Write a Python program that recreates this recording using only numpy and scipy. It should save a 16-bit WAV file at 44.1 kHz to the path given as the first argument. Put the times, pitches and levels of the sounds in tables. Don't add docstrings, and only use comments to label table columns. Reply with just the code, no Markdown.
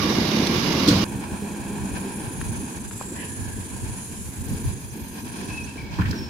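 import sys
import numpy as np
from scipy import signal
from scipy.fft import rfft, irfft, next_fast_len
from scipy.io import wavfile
from scipy.ndimage import uniform_filter1d, map_coordinates

SR = 44100
rng = np.random.default_rng(int(sys.argv[2]) if len(sys.argv) > 2 else 0)


def wrap_up_sound(samples):
    columns = np.atleast_2d(samples).T
    tamed = np.clip(columns, -1, 1)
    steps = np.round(tamed * 32767).astype(np.int16)
    wavfile.write(sys.argv[1], SR, steps)


N = 277389
TIME = np.arange(N) / SR
CUT_S = 1.042
TOP_HZ = 15800

# f/Hz, level/dB
BODY_SPECTRUM = [(18, -43), (30, -29), (81, -4), (117, -5), (170, -0.5), (214, 2.5), (252, -3.5), (287, -1),
                 (433, -10), (540, -12.5), (700, -27.5), (1000, -13.5), (1300, -31), (2200, -120)]
# f/Hz, level/dB
OIL_SPECTRUM = [(470, -3), (800, 0.5), (1040, -17.5), (1130, 0.5), (1280, -3.5), (1750, -6), (2380, -4.5),
                (3090, -6.5), (3770, -6), (4600, -6), (5010, -5.5), (6590, -15), (8650, -34),
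                (11100, -17.5), (15500, -29.5)]
# f/Hz, left minus right/dB
OIL_SIDE = [(1000, -2), (4200, -10), (6000, -14.5), (8200, 4), (10800, -10), (13000, 4)]
# f/Hz, width/Hz, relative level/dB
PANEL_MODES = [(1124, 29, 4), (2370, 61, -5), (2830, 65, -1), (3720, 100, -2)]
OIL_DB = -27
WHISTLE_HZ, WHISTLE_SAG_HZ_PER_S, WHISTLE_DB = 5130, 320, -18.5

# t/s, starting level/dB, centre f/Hz
TICKS = [(0.47, -20, 2800), (2.414, -29, 1300), (2.911, -30.5, 1300), (3.012, -22.5, 560)]

# t/s, thud level before a 7.5 dB cut/dB, thud f/Hz, clash level/dB,
# clash centre f/Hz, time for the clash to fade by 60 dB/s
ARM_BLOWS = [(0.873, -10, 212, -21.5, 4170, 0.18), (.882, -2, 299, -19, 4140, 0.16),
             (.907, -2, 186.5, -28, 1250, 0.088), (0.954, -8, 162.4, -25.5, 4100, 0.091),
             (1, -8, 207, -38, 1000, .05), (5.986, -16, 299, -28.5, 1110, 0.12),
             (5.997, -11.5, 173, -22.5, 1120, 0.028), (6.008, -20, 151, -27.5, 2110, 0.06),
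             (6.017, -14, 133.2, -16, 1550, 0.016), (6.054, -12.5, 105, -26, 2150, 0.06),
             (6.108, -21, 260, -26.5, 4620, 0.037), (6.125, -27, 264, -29, 1390, 0.09)]
# ratio to the thud pitch, relative level/dB, time to fade by 60 dB/s
ARM_TONES = [(.62, -6, 0.19), (1.002, 7, 0.082), (1.17, -12, 0.35), (1.6, -11, 0.11)]
CHATTER_DB, CHATTER_HZ = 3, 300
REBOUND_S, REBOUND_LOSS_DB = 0.021, 14

# t/s, firings a second/Hz, load/dB
ENGINE_REVS = [(1.4, 68.6, -1), (2.1, 64.4, 1), (2.5, 54.6, -0.5), (3.0, 44, -6), (3.95, 45, -3.5),
               (4.25, 43.5, -8.5), (4.85, 45, -7.5), (5.4, 43, -4.5), (6.29, 39, -4)]
RUMBLE_DB, BLOCK_DB = -35, -43
EXHAUST_DB, EXHAUST_DB_PER_OCTAVE = -39.5, 12
TREBLE_HZ, TREBLE_DB, TREBLE_DB_PER_S = 2800, -6, 2.21
# t/s, rise in level/dB
RUMBLE_SURGES = [(1.32, 2.5), (3.17, 5.5), (4.56, 9.5), (5.4, 6.5), (6.18, 6.5)]
SURGE_S, CLATTER_SHARE = 0.1, 0.54
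# f/Hz, level/dB
RUMBLE_SPECTRUM = [(29, -38), (50, -10), (130, -10.5), (200, 3.5), (290, -1.5), (450, -10), (600, -24),
                   (900, -38), (1400, -42)]
# f/Hz, level/dB
CLATTER_SPECTRUM = [(300, -1), (500, 4.5), (900, -2), (1300, -1.5), (2500, -1.5), (3500, -7), (5000, -4.5),
                    (15000, -32)]
# f/Hz, width/Hz, relative level/dB
BLOCK_MODES = [(974, 160, 8), (1614, 98, 1), (2410, 510, -6)]
# f/Hz, width/Hz, relative level/dB
ROAR_MODES = [(425, 190, 0), (836, 230, -3), (2350, 310, -9)]
ROAR_DB, ROAR_AT_S, ROAR_S = -43, 1.5, 0.76
# multiple of the firing rate, relative level/dB
DRONE_ORDERS = [(2.5, -4.5), (3, -2), (5, -7.5), (6, -6.5)]

# t/s, level at the peak/dB
WIND_GUSTS = [(2.46, -35), (3.51, -34.5), (3.86, -34.5), (4.57, -27), (5.59, -50), (6.06, -28)]
BREEZE_DB, GUST_S = -38, 0.083
# f/Hz, level/dB
WIND_SPECTRUM = [(15, -29), (30, -11), (55, -1.5), (95, 3), (140, -2.5), (250, -14.5), (600, -48)]

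# t/s, level/dB
MOTOR_LEVELS = [(1.08, -44.5), (1.25, -46), (2.33, -42), (4.73, -42), (4.77, -46), (5.59, -46),
                (5.9, -58.5)]
MOTOR_GAIN_DB = 3
WHINE_DB, WHINE_RISE_DB, WHINE_AT_S, WHINE_S = -21, 14.5, 2.22, 0.45
# f/Hz, level/dB
GEAR_SPECTRUM = [(2940, -14), (5000, -15), (5430, -15), (6820, -4), (8310, -8.5), (9920, -0.5),
                 (10500, -4.5), (11300, -11.5), (12700, -16.5), (15500, -30)]
# peak t/s, swell width/s, f at the peak/Hz, drift/(Hz/s), width/Hz, relative level/dB
GEAR_STRANDS = [(1.4, 0.63, 8700, 300, 450, -9), (1.9, 0.28, 7050, -200, 600, -9.5),
                (2.56, 0.11, 9640, -3, 110, -7), (2.62, 0.2, 6500, 0, 350, -11.5),
                (3.05, 0.13, 7640, 0, 1100, -3), (3.351, 0.15, 10000, -500, 800, -3.5),
                (3.6, 0.76, 6940, -200, 600, -16), (4.0, 0.081, 9740, -4, 1000, -3),
                (4.8, 0.39, 10040, -200, 130, -7), (5.2, 0.55, 6270, -600, 600, -10.5),
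                (5.403, 0.28, 9630, -200, 150, -6)]

# t/s, swell width/s, centre f/Hz, width/Hz, level at the peak/dB
AIR_PUFFS = [(3.205, 0.035, 1840, 450, -42), (3.228, 0.033, 2770, 1100, -42)]

# start t/s, length/s, starting f/Hz, glide/(Hz/s), starting level/dB
BRAKE_SQUEALS = [(4.216, 0.2, 13200, 864, -53), (4.35, .35, 12100, 0, -50),
                 (4.772, 0.55, 13370, 200, -50.5), (4.943, 0.35, 11800, 552, -49.5),
                 (5.183, 0.15, 13880, 1200, -57), (5.489, 0.06, 2620, -1000, -33),
                 (5.54, 0.11, 2614, -950, -32), (5.664, 0.069, 2660, -300, -39),
                 (5.777, 0.043, 2326, -1300, -35), (5.82, 0.14, 2290, -900, -45.5),
                 (6.142, 0.068, 5780, -4500, -41), (6.177, 0.11, 5380, 600, -37.5)]
WAVER_HZ, SQUEAL_FADE_DB = 42.3, 5
SCRAPE_AT_S, SCRAPE_S, SCRAPE_DB = 3.45, 0.19, -47.5
SCRAPE_HZ, SCRAPE_SAG_HZ_PER_S, SCRAPE_WIDTH_HZ = 1685, 140, 160

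# t/s, level/dB
BIRD_CHIRPS = [(4.895, -52), (5.625, -46.5)]


def amp(db):
    return 10 ** (np.asarray(db) / 20)


def unit(x):
    return x / np.sqrt(np.mean(x ** 2) + 1e-20)


def along(points, hz):
    f, value = np.transpose(points)
    return np.interp(np.log(hz + 1), np.log(f + 1), value)


def curves(rows):
    s, *columns = np.transpose(rows)
    return [np.interp(TIME, s, column) for column in columns]


def swells(rows, width_s):
    return sum(height * np.exp(-.5 * ((TIME - s) / width_s) ** 2) for s, height in rows)


def wobble(rate, size=N):
    knots = rng.standard_normal(int(size * rate / SR) + 4)
    return map_coordinates(knots, [TIME[:size] * rate])


def filtered(x, response):
    n = x.shape[-1]
    m = next_fast_len(n + 8192)
    return irfft(rfft(x, m) * response(np.fft.rfftfreq(m, 1 / SR)), m)[..., :n]


def pair(alike, size=N):
    a, b = rng.standard_normal((2, size))
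    turn = np.arccos(np.clip(alike, 0, 1)) / 2
    return np.cos(turn) * a + np.sin(turn) * np.array([b, -b])


def shaped(x, spectrum):
    return unit(filtered(x, lambda hz: amp(along(spectrum, hz))))


def resonate(x, modes):
    def response(f):
        return sum(amp(db) * 1j * f * w / (c * c - f * f + 1j * f * w) for c, w, db in modes)
    return unit(filtered(x, response))


def band(x, centre_hz, octaves):
    return unit(filtered(x, lambda f: np.exp(-.5 * (np.log2((f + 1) / centre_hz) / octaves) ** 2)))


def narrow(hz, width_hz):
    haze = np.array([wobble(width_hz) + 1j * wobble(width_hz) for _ in range(2)])
    turns = np.cumsum(hz * np.ones(N)) / SR
    return unit(np.real(haze * np.exp(2j * np.pi * turns)))


def patchy(x, depth_db):
    z = signal.stft(x, nperseg=512)[2]
    field = rng.standard_normal(z.shape[1:])
    for _ in range(2):
        field = uniform_filter1d(field, size=3, axis=0)
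        field = uniform_filter1d(field, size=18, axis=1)
    return unit(signal.istft(z * amp(depth_db * unit(field)), nperseg=512)[1][:, :N])


def widened(x):
    def late_copy(hz):
        return .8 * np.exp(-(hz / 4500) ** 2) * np.exp(-2j * np.pi * hz / 820)
    return unit(x + filtered(x[::-1], late_copy))


def ringing(x, t60, wet_db):
    t = TIME[:SR // 3]
    tail = rng.standard_normal((2, len(t))) * amp(-60 * t / t60)
    wet = signal.fftconvolve(x, tail / np.linalg.norm(tail[0]), axes=1)[:, :N]
    return (x + amp(wet_db) * wet) / np.hypot(1, amp(wet_db))


def pan(db):
    return amp(np.array([[db], [-db]]) / 2)


def add(out, s, x):
    part = out[:, round(s * SR):][:, :x.shape[-1]]
    part += x[..., :part.shape[1]]


def firings(rate, scatter_db):
    turns = np.cumsum(rate * (1 + .008 * wobble(12))) / SR
    at = np.flatnonzero(np.diff(np.floor(turns)))
    cylinders = rng.standard_normal(6)[np.arange(len(at)) % 6]
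    pulses = np.zeros(N)
    pulses[at] = amp(scatter_db * (cylinders + rng.standard_normal(N)[at]))
    t = TIME[:SR // 10]
    pipe = rng.standard_normal(len(t)) * amp(-60 * t / 0.19)
    return signal.fftconvolve(pulses, pipe)[:N], 2 * np.pi * turns


def idling():
    pulses, phase = firings(rate=32.4, scatter_db=-1.5)
    knock = amp(1.5 * np.cos(phase) + 1.8 * wobble(55))
    engine = amp(-28.5) * shaped(pulses, BODY_SPECTRUM)
    engine = engine + amp(-24.0) * shaped(pair(0.99) * knock, BODY_SPECTRUM)
    rattle = amp(1.1 * wobble(129.5) + 0.4 * np.cos(2 * phase))
    oil = amp(0.5) * shaped(pair(0.053) * rattle, OIL_SPECTRUM)
    oil += amp(-8.0) * resonate(pair(0.25) * rattle, PANEL_MODES)
    oil = patchy(oil, depth_db=1.0)
    oil += amp(WHISTLE_DB) * narrow(WHISTLE_HZ - WHISTLE_SAG_HZ_PER_S * TIME, width_hz=50)
    oil = filtered(oil, lambda hz: amp(along(OIL_SIDE, hz) * np.array([[.5], [-.5]])))
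    oil = ringing(oil, t60=.15, wet_db=-10)
    return engine * pan(-1.7) + amp(OIL_DB) * oil


def ticks():
    out, t = np.zeros((2, N)), TIME[:SR // 25]
    for s, db, hz in TICKS:
        add(out, s, amp(db - 60 * t / 0.018) * band(pair(0.6, len(t)), hz, octaves=0.85))
    return out


def arm():
    out, t = np.zeros((2, N)), TIME[:SR // 3]
    rebounds = [(s + REBOUND_S, thud_db - REBOUND_LOSS_DB, thud_hz,
                 clash_db - REBOUND_LOSS_DB, clash_hz, clash_t60)
                for s, thud_db, thud_hz, clash_db, clash_hz, clash_t60 in ARM_BLOWS]
    for s, thud_db, thud_hz, clash_db, clash_hz, clash_t60 in list(ARM_BLOWS) + rebounds:
        boom = sum(amp(db + rng.normal(0, 1) - 60 * t / t60) * np.sin(2 * np.pi * ratio * thud_hz * t)
                   for ratio, db, t60 in ARM_TONES)
        chatter = amp(CHATTER_DB * np.clip(wobble(CHATTER_HZ, len(t)), -2, 1))
        strike = widened(pair(0.035, len(t))) * chatter
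        steel = band(strike, clash_hz, octaves=0.3) + amp(-5) * band(strike, clash_hz, octaves=1.1)
        fade = amp(-60 * t / clash_t60) + amp(-19 - 60 * t / 0.45)
        side = pan(-7.5) if s < CUT_S else pan(-1.15)
        blow = amp(thud_db - 7.5) * boom + amp(clash_db) * fade * unit(steel) * side
        add(out, s, blow * (1 - np.exp(-t / .003)))
    heard = (TIME < CUT_S) | (TIME > 2 * CUT_S)
    return out * heard


def driving():
    rate, load_db = curves(ENGINE_REVS)
    surge_db = swells(RUMBLE_SURGES, SURGE_S)
    firing_db = EXHAUST_DB + EXHAUST_DB_PER_OCTAVE * np.log2(rate / rate[0])
    rumble_db = RUMBLE_DB + load_db + surge_db
    clatter_db = BLOCK_DB + load_db + CLATTER_SHARE * surge_db
    pulses, phase = firings(rate, scatter_db=2.0)
    drone = sum(amp(db + 4 * wobble(16)) * np.sin(k * phase + 1.4 * wobble(30))
                for k, db in DRONE_ORDERS)
    exhaust = amp(firing_db) * (shaped(pulses, RUMBLE_SPECTRUM) + unit(drone))
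    rumble = amp(rumble_db + 2.3 * wobble(24)) * shaped(pair(0.9), RUMBLE_SPECTRUM)
    knocks = widened(pair(0)) * amp(0.93 * np.cos(phase) + 2.27 * wobble(30))
    clatter = shaped(knocks, CLATTER_SPECTRUM) + amp(-2.5) * resonate(knocks, BLOCK_MODES)
    treble = filtered(clatter, lambda hz: hz ** 4 / (hz ** 4 + TREBLE_HZ ** 4))
    treble_gain = amp(TREBLE_DB + TREBLE_DB_PER_S * (TIME - CUT_S))
    clatter = clatter + (treble_gain - 1) * treble
    throttle = resonate(widened(pair(0.8)) * amp(1.5 * np.cos(phase)), ROAR_MODES)
    roar = swells([(ROAR_AT_S, amp(ROAR_DB))], ROAR_S) * throttle
    return (exhaust + rumble) * pan(-0.99) + (amp(clatter_db) * clatter + roar) * pan(-1.5)


def wind():
    strength = amp(BREEZE_DB) + swells([(s, amp(db)) for s, db in WIND_GUSTS], GUST_S)
    return strength * shaped(pair(0.32) * amp(4.55 * wobble(25)), WIND_SPECTRUM)


def zoom_motor():
    motor_db, = curves(MOTOR_LEVELS)
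    whine_db = WHINE_DB + swells([(WHINE_AT_S, WHINE_RISE_DB)], WHINE_S)
    frame_hz = 25
    frames = frame_hz * (TIME - .032) + .07 * wobble(12)
    rest = (.5 + .5 * np.cos(2 * np.pi * frames)) ** 3
    steps = unit(amp(-3.7 * rest * (1 + .4 * wobble(7)) + .7 * wobble(60) + .7 * wobble(6)))
    speed = 1 - 0.024 * rest ** 2 + 0.00146 * wobble(330) + 0.003 * wobble(4)
    gear_tone = np.sin(2 * np.pi * np.cumsum(10200 * speed) / SR)
    whine = amp(whine_db - 3.5 * rest + 5.1 * wobble(150)) * gear_tone
    strands = sum(swells([(s, amp(db))], width_s) * narrow((hz + drift * (TIME - s)) * speed, width_hz)
                  for s, width_s, hz, drift, width_hz, db in GEAR_STRANDS)
    whirr = patchy(shaped(pair(0.017), GEAR_SPECTRUM), depth_db=2)
    running = np.clip((5.9 - TIME) / 0.11, 0, 1)
    gears = amp(-1.5) * whirr + whine + strands
    return amp(motor_db + MOTOR_GAIN_DB) * running * steps * gears * pan(-1.2)


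def air_valve():
    out = np.zeros((2, N))
    for s, width_s, hz, width_hz, db in AIR_PUFFS:
        out += swells([(s, amp(db))], width_s) * narrow(hz, width_hz)
    return ringing(out, t60=0.6, wet_db=-7)


def brakes():
    scrape_hz = SCRAPE_HZ - SCRAPE_SAG_HZ_PER_S * (TIME - SCRAPE_AT_S)
    out = swells([(SCRAPE_AT_S, amp(SCRAPE_DB))], SCRAPE_S) * narrow(scrape_hz, SCRAPE_WIDTH_HZ)
    for s, length, start_hz, glide, db in BRAKE_SQUEALS:
        n = int(length * SR)
        u = np.linspace(0, 1, n)
        hz = start_hz + glide * length * u + WAVER_HZ * wobble(394.9, n)
        slips = np.clip(1 + .4 * wobble(130, n), .3, 1.3)
        flicker = amp(2.5 * np.array([wobble(90, n), wobble(90, n)]))
        grip = slips * flicker * np.abs(np.sin(np.pi * u)) ** .3
        add(out, s, amp(db - SQUEAL_FADE_DB * u) * grip * np.sin(2 * np.pi * np.cumsum(hz) / SR))
    return ringing(out, t60=0.6, wet_db=-7)


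def bird():
    out, t = np.zeros((2, N)), TIME[:SR // 25]
    hz = np.geomspace(5200, 7100, len(t))
    sweep = np.sin(2 * np.pi * np.cumsum(hz) / SR) * np.hanning(len(t))
    for s, db in BIRD_CHIRPS:
        add(out, s, amp(db) * sweep * pan(-21))
    return out


def scene():
    street = driving() + wind() + zoom_motor() + air_valve() + brakes()
    return np.where(TIME < CUT_S, idling(), street) + ticks() + arm() + bird()


def record(dry):
    return filtered(dry, lambda hz: hz < TOP_HZ)


dry = scene()
out = record(dry)
wrap_up_sound(out)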